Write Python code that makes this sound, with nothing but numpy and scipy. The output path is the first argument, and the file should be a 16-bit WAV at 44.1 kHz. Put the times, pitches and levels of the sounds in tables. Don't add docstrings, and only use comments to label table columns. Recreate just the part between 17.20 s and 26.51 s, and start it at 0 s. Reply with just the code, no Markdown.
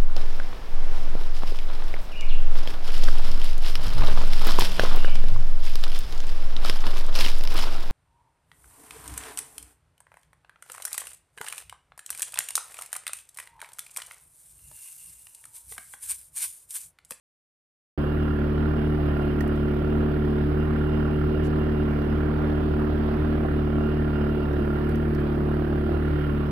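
import sys
import numpy as np
from scipy import signal
from scipy.fft import rfft, irfft, next_fast_len
from scipy.io import wavfile
from scipy.ndimage import uniform_filter1d

SR = 44100
rng = np.random.default_rng(int(sys.argv[2]) if len(sys.argv) > 2 else 0)


def master(y):
    cut = np.clip(np.atleast_2d(y).T, -1, 1)
    pcm = np.round(cut * 32767)
    wavfile.write(sys.argv[1], SR, pcm.astype(np.int16))


N = 410571

START_S, TOP_HZ = 0.7765, 15800
CYCLE_HZ = 37.2
TREMBLE_HZ, TREMBLE_TOP_HZ = .07, 9
WAVER_TOP_HZ = 14
RING_WAVER_DB, MACHINE_WAVER_DB = 1.5, 0.25
SWELL_SHARE = .2

# (multiple of the cycle rate, relative level [dB])
EXHAUST_TONES = [(1, -5), (2, 1), (3, -15), (4, 0), (5, -26), (6, -.5), (7, -13), (8, -3.5), (9, -13.5),
                 (10, -2.5), (11, -13.5), (12, -13), (13, -26), (14, -27), (15, -27), (16, -19),
                 (17, -21.5), (18, -19.5), (19, -22), (20, -22.5), (21, -25), (22, -26)]
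# (frequency [Hz], relative level per Hz [dB])
CLATTER_COLOUR = [(25, -22.5), (60, -4.5), (130, -7), (250, -1), (480, -6), (800, -11), (1200, -13),
                  (1700, -16), (2300, -26), (3200, -29), (4000, -37), (5000, -41.5), (6000, -51.5),
                  (7000, -63)]
# (frequency [Hz], relative level per Hz [dB])
HISS_COLOUR = [(5500, -31.5), (7200, -21), (8500, -5), (10000, -4), (11800, 0.5), (13000, -3.5),
               (15500, -4)]
# (frequency [Hz], swing [dB])
THROB_SWING = [(300, 3), (650, -1.5), (1050, -1), (1600, 2.5), (2600, 0.6), (5000, 1.5), (11000, 2)]
# (frequency [Hz], width [Hz], level before the ring level [dB])
BLOCK_RINGS = [(617, 130, -10), (1160, 190, -15), (1390.5, 83, -1), (1760, 220, -12)]
# (frequency [Hz], width [Hz], level before the whine level [dB])
GEAR_WHINES = [(2795, 28, -4), (2870, 28, -6), (3093, 50, -9.5), (4950, 73, -21)]
# (frequency [Hz], likeness [0 to 1])
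SIDE_LIKENESS = [(60, 0.93), (200, 0.84), (500, 0.6), (1200, 0.35), (2500, 0.3), (5000, 0.28), (15000, .2)]
# (frequency [Hz], left minus right [dB])
SIDE_LEVEL = [(60, -0.3), (150, 0.4), (380, -2), (950, -5.0), (2380, -9), (5980, -9.5), (15000, -9)]
# (frequency [Hz], lead of the left [rad])
SIDE_PHASE = [(70, -0.05), (150, -0.28), (300, 0.8), (400, -1.28), (600, -1), (950, -2.5), (1380, -0.54),
              (2070, 1.36), (2840, -1.7), (5000, -1.6)]
# (time [s], gain above 8 kHz [dB], gain near 5 kHz [dB], body near 2 kHz [dB])
LOAD_TICKS = [(2.207, -38, -33, -27.5), (2.2244, -49, -50, -45.5), (2.277, -45, -48, -42),
              (2.3597, -52, -49, -42), (5.5991, -57, -54, -49), (7.3308, -54, -45, -45),
              (7.6917, -47, -44, -48), (7.711, -53, -52, -50.5), (7.7557, -48, -41, -41.5),
              (7.8193, -57, -58, -49), (7.9485, -48, -39, -46), (8.0012, -54, -53, -43)]
# (start [s], length [s], rub [dB], squeak frequency [Hz], squeak [dB])
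LOAD_SCUFF = (4.232, .05, -59, 9400, -65)
# (time [s], approximate peak [dB])
FRAME_THUDS = [(1.787, -21.5), (2.004, -26), (2.247, -27), (3.113, -27.5), (4.557, -23.5), (5.569, -38.5),
               (6.111, -22.5), (6.246, -14.5), (6.677, -30), (8.753, -27.5)]
# (lag per Hz [s], up to [Hz], turn of the pulse [rad])
SILENCER_LAG = (6.35e-5, 400, 1.8)
# (time [s], engine cycles per second [Hz])
ENGINE_SPEED = [(.78, 36.8), (1.0, 37.4), (1.29, 36.75), (1.49, 37.75), (1.73, 37.45), (1.94, 36.5),
                (2.13, 36.95), (2.5, 36.8), (2.72, 37.4), (2.87, 37.35), (3.0, 37.1), (3.23, 36.8),
                (3.47, 37.7), (3.6, 37.45), (3.9, 37.3), (4.35, 37.75), (4.62, 37.05), (4.8, 36.8),
                (5.12, 37.8), (5.33, 37.3), (5.45, 37.5), (5.87, 37.1), (6.0, 37.75), (6.15, 37.75),
                (6.43, 36.95), (6.55, 37.25), (6.84, 37.35), (6.94, 36.85), (7.17, 36.95), (7.38, 36.2),
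                (7.6, 36.9), (7.8, 37.8), (8.03, 36.5), (8.36, 37.35), (8.51, 36.6), (8.62, 37.3),
                (9.0, 37.15), (9.1, 36.6), (9.31, 36.7)]
# (from [Hz], to [Hz], level [dB], rms waver [share of the tone])
EXHAUST_BANDS = [(0, 55, -36, .04), (55, 128, -28, 0.11), (136, 188, -29.5, 0.081), (190, 275, -30.5, 0.17),
                 (269, 316, -32, .12), (323.5, 353, -46, 0.19), (348, 465, -33, .12), (465, 5000, -45, .2)]
# (time [s], then one change for each band [dB])
BAND_DRIFT = [(.8, 0, -0.71, 0, -1, -1, 0.5, -2.5, -1), (1.2, -.5, 1, -0.5, 0, 0, -6, 0, -2),
              (1.7, .3, 0, 1.6, 0.5, 0, -3, 0, 1.5), (2.3, 0.068, -0.66, -1.5, 0.5, -0.5, 6, 1, 2),
              (3, 0, -0.48, .8, 1, 0, -6, 2.5, 1), (3.7, .3, 0, 1, .3, -0.3, -7, 1, -2),
              (4.3, -0.34, -.3, 0.9, .5, .3, 0, 2.5, 0.5), (4.9, 0, -0.26, -0.5, 1, 0, 0, -0.5, 1),
              (5.3, 0, -.2, 0, -0.5, 1.5, -6, 0.8, 3), (5.8, .5, -0.14, -2.5, 2.5, .3, -5, 0.5, 2),
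              (6.2, .3, -0.16, -0.5, 1.5, .5, 2, 1, 4), (6.9, -.8, -.3, .5, .5, -.5, 3, 0, 1.5),
              (7.35, -1, -1.5, -2.5, 1, -1.5, 4, 1.5, 1), (7.8, -.7, -0.56, 0.1, 1.5, -4, 12, 0.6, -2),
              (8.4, -.9, -1.8, .3, -1.5, -1.2, 10, 0.6, 3.5), (8.72, -1.2, 0.58, -3.3, 0.5, -3, 13, .5, 5),
              (9, -.3, -0.56, 1.8, -2, 0.5, 1, -2, -4), (9.3, -0.83, -0.46, 0, -1, -4.5, 0, -1, -7)]
# (time [s], depth [dB], half length [s])
BAND_DROPOUTS = [(0.995, 6, 0.028), (1.506, 6.5, 0.024), (1.873, 6, 0.11), (2.63, 7, 0.027),
                 (3.323, 10.5, 0.038), (3.452, 4, 0.017), (3.65, 6.5, 0.028), (4.04, 5, 0.036),
                 (4.172, 8, 0.023), (4.263, 5, 0.027), (4.796, 10.5, .015), (4.978, 7.5, .015),
                 (5.06, 7.5, .02), (5.188, 5, 0.037), (5.528, 13, .025), (5.73, 8, 0.029),
                 (6.014, 9.5, 0.033), (6.175, 8, 0.018), (6.33, 11, 0.023), (7.338, 15.5, 0.056),
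                 (7.591, 6.5, 0.027), (7.713, 5.5, 0.023), (8.755, 6, 0.047), (8.93, 16, .035),
                 (9.052, 7, .03)]
# (time [s], clatter [dB], ring of the block [dB], gear whine [dB], hiss [dB])
MACHINE_LEVELS = [(.8, -34, -48.5, -55, -64), (1.3, -34.5, -46.5, -60, -66.5),
                  (1.67, -34, -46.5, -57.5, -64.5), (2.1, -34, -47, -56.5, -64.5),
                  (2.9, -34.5, -47, -59.5, -65), (3.3, -34.5, -49.5, -58, -65),
                  (3.7, -34.5, -46, -55, -65.2), (4.6, -34, -49.5, -56, -65.2),
                  (5.3, -33.5, -48, -62.5, -65.6), (6.1, -33.5, -53, -61, -65),
                  (6.5, -34.7, -47.5, -57, -65.8), (7.2, -34.5, -45.5, -55, -64.5),
                  (7.55, -34, -45.5, -58.5, -64), (7.9, -34.5, -51.5, -62, -64),
                  (8.5, -35, -53.5, -62.5, -65), (8.8, -34.5, -44, -60, -64.4),
                  (9.05, -34, -45.5, -53, -63), (9.3, -34, -48.5, -62, -65.5)]


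def gain_of(db):
    return 10 ** (np.asarray(db) / 20)


def evened(x):
    return x / np.sqrt(np.mean(x ** 2) + 1e-20)


def read(points, hz):
    f, value = np.transpose(points)
    return np.interp(np.log(hz + 1), np.log(f + 1), value)


def curves(table):
    s, *columns = np.transpose(table)
    return [np.interp(np.arange(N) / SR, s, c) for c in columns]


def chance(top_hz, count=1):
    hz = np.geomspace(2, top_hz, 24)
    t = np.arange(0, N + 99, 100) / SR
    phase = rng.random((count, 24))
    rows = np.sin(2 * np.pi * (hz * t[:, None, None] + phase)).sum(axis=2).T
    return np.array([np.interp(np.arange(N) / SR, t, evened(row)) for row in rows])


def band(x, lo_hz, hi_hz):
    sos = signal.butter(2, [lo_hz, min(hi_hz, .45 * SR)], "band", fs=SR, output="sos")
    return signal.sosfilt(sos, x)


def resonate(x, hz, width):
    r = np.exp(-np.pi * width / SR)
    return 2 * signal.lfilter([1 - r], [1, -r * np.exp(2j * np.pi * hz / SR)], x).real


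def resonate_twice(x, hz, width):
    return evened(resonate(resonate(x, hz, width), hz, width))


def causal(x, points, size=16384):
    cep = irfft(np.log(gain_of(read(points, np.fft.rfftfreq(size, 1 / SR)))))
    cep[1:size // 2] *= 2
    cep[size // 2 + 1:] = 0
    answer = irfft(np.exp(rfft(cep)))[:size // 2]
    return signal.oaconvolve(x, answer)[:N]


def blows(turns, uneven_db, slip_s):
    at = np.flatnonzero(np.diff(np.floor(turns)))
    size, slip = rng.standard_normal((len(at), 2)).T
    slipped = at + np.round(slip * slip_s * SR).astype(int)
    train = np.zeros(N)
    train[np.clip(slipped, 0, N - 1)] = gain_of(uneven_db * size)
    return train


def throbbing(points, cycles, lead, patchy_db):
    hop = 64
    frames, hz = N // hop + 5, np.fft.rfftfreq(256, 1 / SR)
    a, b, c, d, patches = rng.standard_normal((frames, 129, 5)).T
    patches = evened(uniform_filter1d(uniform_filter1d(patches, 3, 0), 60, 1))
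    frame_cycles = cycles[np.minimum(np.arange(frames) * hop, N - 1)]
    beat = np.cos(2 * np.pi * (frame_cycles + lead))
    same = np.clip(read(SIDE_LIKENESS, hz), -1, 1)[:, None]
    left = a + 1j * b
    right = same * left + np.sqrt(1 - same ** 2) * (c + 1j * d)
    swell_db = read(THROB_SWING, hz)[:, None] * beat + patchy_db * patches
    noise = signal.istft(np.array([left, right]) * gain_of(swell_db), nperseg=256, noverlap=192)[1][:, :N]
    colour = points + [(21000, points[-1][1])]
    return evened(np.array([causal(side, colour) for side in noise]))


def gears():
    shared, *own = rng.standard_normal((3, N))
    noise = shared + np.array(own)
    return sum(gain_of(db) * resonate_twice(noise, hz, w) for hz, w, db in GEAR_WHINES)


def load_ticks(out):
    t = np.arange(2200) / SR
    for s, high_db, low_db, body_db in LOAD_TICKS:
        noise = rng.standard_normal((2, len(t)))
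        bright = gain_of(high_db) * band(noise, 8000, 16000)
        dull = gain_of(low_db) * band(noise, 4500, 6000)
        snap = gain_of(-60 * t / .028) * (bright + dull)
        body = gain_of(body_db - 60 * t / 0.037) * np.sin(2 * np.pi * 1870 * t)
        out[:, round(s * SR):][:, :len(t)] += snap + body


def frame_thuds(out):
    t = np.arange(2200) / SR
    for s, peak_db in FRAME_THUDS:
        noise = rng.standard_normal(len(t))
        thud = evened(band(band(noise, 250, 1000), 250, 1000)) * np.minimum(t / 0.0022, 1)
        out[:, round(s * SR):][:, :len(t)] += gain_of(peak_db - 9.0 - 60 * t / 0.065) * thud


def load_scuff(out):
    s, length, rub_db, squeak_hz, squeak_db = LOAD_SCUFF
    noise = rng.standard_normal((2, round(length * SR)))
    rub = gain_of(rub_db) * evened(band(noise, 2800, 9000))
    squeak = gain_of(squeak_db) * evened(resonate(noise, squeak_hz, 300))
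    fade = signal.windows.tukey(noise.shape[1], .4)
    out[:, round(s * SR):][:, :noise.shape[1]] += (rub + squeak) * fade


def load():
    out = np.zeros((2, N + SR))
    load_ticks(out)
    frame_thuds(out)
    load_scuff(out)
    return out[:, :N]


def knocks(cycles):
    u = np.arange(1500) / 170.0
    shared, *own = rng.standard_normal((3, N))
    swell = signal.oaconvolve(blows(cycles + 0.28, 1.3, 0.0018), u * np.exp(-u))[:N]
    scrape = swell * (shared + 2.0 * np.array(own))
    knock = 0.45 * evened(scrape) + evened(blows(cycles + .22, 0.95, .00004))
    return sum(gain_of(db) * resonate_twice(knock, hz, w) for hz, w, db in BLOCK_RINGS)


def silenced(x, points):
    lag, top_hz, turn = SILENCER_LAG
    size = next_fast_len(N + SR)
    hz = np.fft.rfftfreq(size, 1 / SR)
    low = np.minimum(hz, top_hz)
    sweep = np.exp(1j * (turn - np.pi * lag * low * (2 * hz - low)))
    return irfft(rfft(x, size) * gain_of(read(points, hz)) * sweep, size)[:N]


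def tone_levels():
    t = np.arange(N) / SR
    drop_db = sum(db * np.exp(-((t - s) / half) ** 2) for s, db, half in BAND_DROPOUTS)
    drift_db = np.array(curves(BAND_DRIFT))
    drift_db[1] += SWELL_SHARE * drop_db
    drift_db[3] -= drop_db
    level_db, share = np.transpose(EXHAUST_BANDS)[2:, :, None]
    return gain_of(level_db + drift_db) * (1 + share * chance(WAVER_TOP_HZ, count=len(EXHAUST_BANDS)))


def exhaust(cycles):
    first = blows(cycles, 0.086, .0001)
    second = blows(cycles + .5, 0.21, .0001)
    pipe = [(k * CYCLE_HZ, db) for k, db in EXHAUST_TONES]
    # (frequency [Hz], relative level [dB])
    below = [(9.3, -45)]
    above = [(950, -32.5), (1100, -33.5), (1500, -45.5), (3000, -87.5)]
    size = next_fast_len(N)
    even = rfft(silenced(first + second, below + pipe[1::2] + above), size)
    odd = rfft(silenced(first - second, below + pipe[::2] + above), size)
    hz, out = np.fft.rfftfreq(size, 1 / SR), np.zeros(N)
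    for (lo, hi, *_), gain in zip(EXHAUST_BANDS, tone_levels()):
        part = (hz >= lo) * (hz < hi)
        out += gain * evened(irfft((even + odd) * part, size)[:N])
    return out


def spread(x):
    size = next_fast_len(N + 999)
    hz = np.fft.rfftfreq(size, 1 / SR)
    side = np.array([[1], [-1]])
    level = gain_of(side * read(SIDE_LEVEL, hz) / 2)
    phase = np.exp(1j * side * read(SIDE_PHASE, hz) / 2)
    return irfft(rfft(x, size) * level * phase, size)[:, :N]


def scene():
    speed_hz = curves(ENGINE_SPEED)[0] + TREMBLE_HZ * chance(TREMBLE_TOP_HZ)[0]
    cycles = np.cumsum(speed_hz) / SR
    waver_db = np.array([MACHINE_WAVER_DB, RING_WAVER_DB, RING_WAVER_DB, MACHINE_WAVER_DB])[:, None]
    levels_db = curves(MACHINE_LEVELS) + waver_db * chance(WAVER_TOP_HZ, count=4)
    clatter_gain, ring_gain, whine_gain, hiss_gain = gain_of(levels_db)
    hiss = hiss_gain * throbbing(HISS_COLOUR, cycles, -0.14, 1.2)
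    clatter = clatter_gain * throbbing(CLATTER_COLOUR, cycles, 0.08, 1.45)
    whine = whine_gain * gears()
    ring = ring_gain * knocks(cycles)
    return spread(hiss + clatter + whine + load() + ring + exhaust(cycles))


def record(dry):
    cut = dry * np.clip((np.arange(N) / SR - START_S) * 2000, 0, 1)
    low_pass = signal.firwin(511, TOP_HZ, window=("kaiser", 9), fs=SR)
    return signal.oaconvolve(cut, low_pass[None], "same")


dry = scene()
out = record(dry)
master(out)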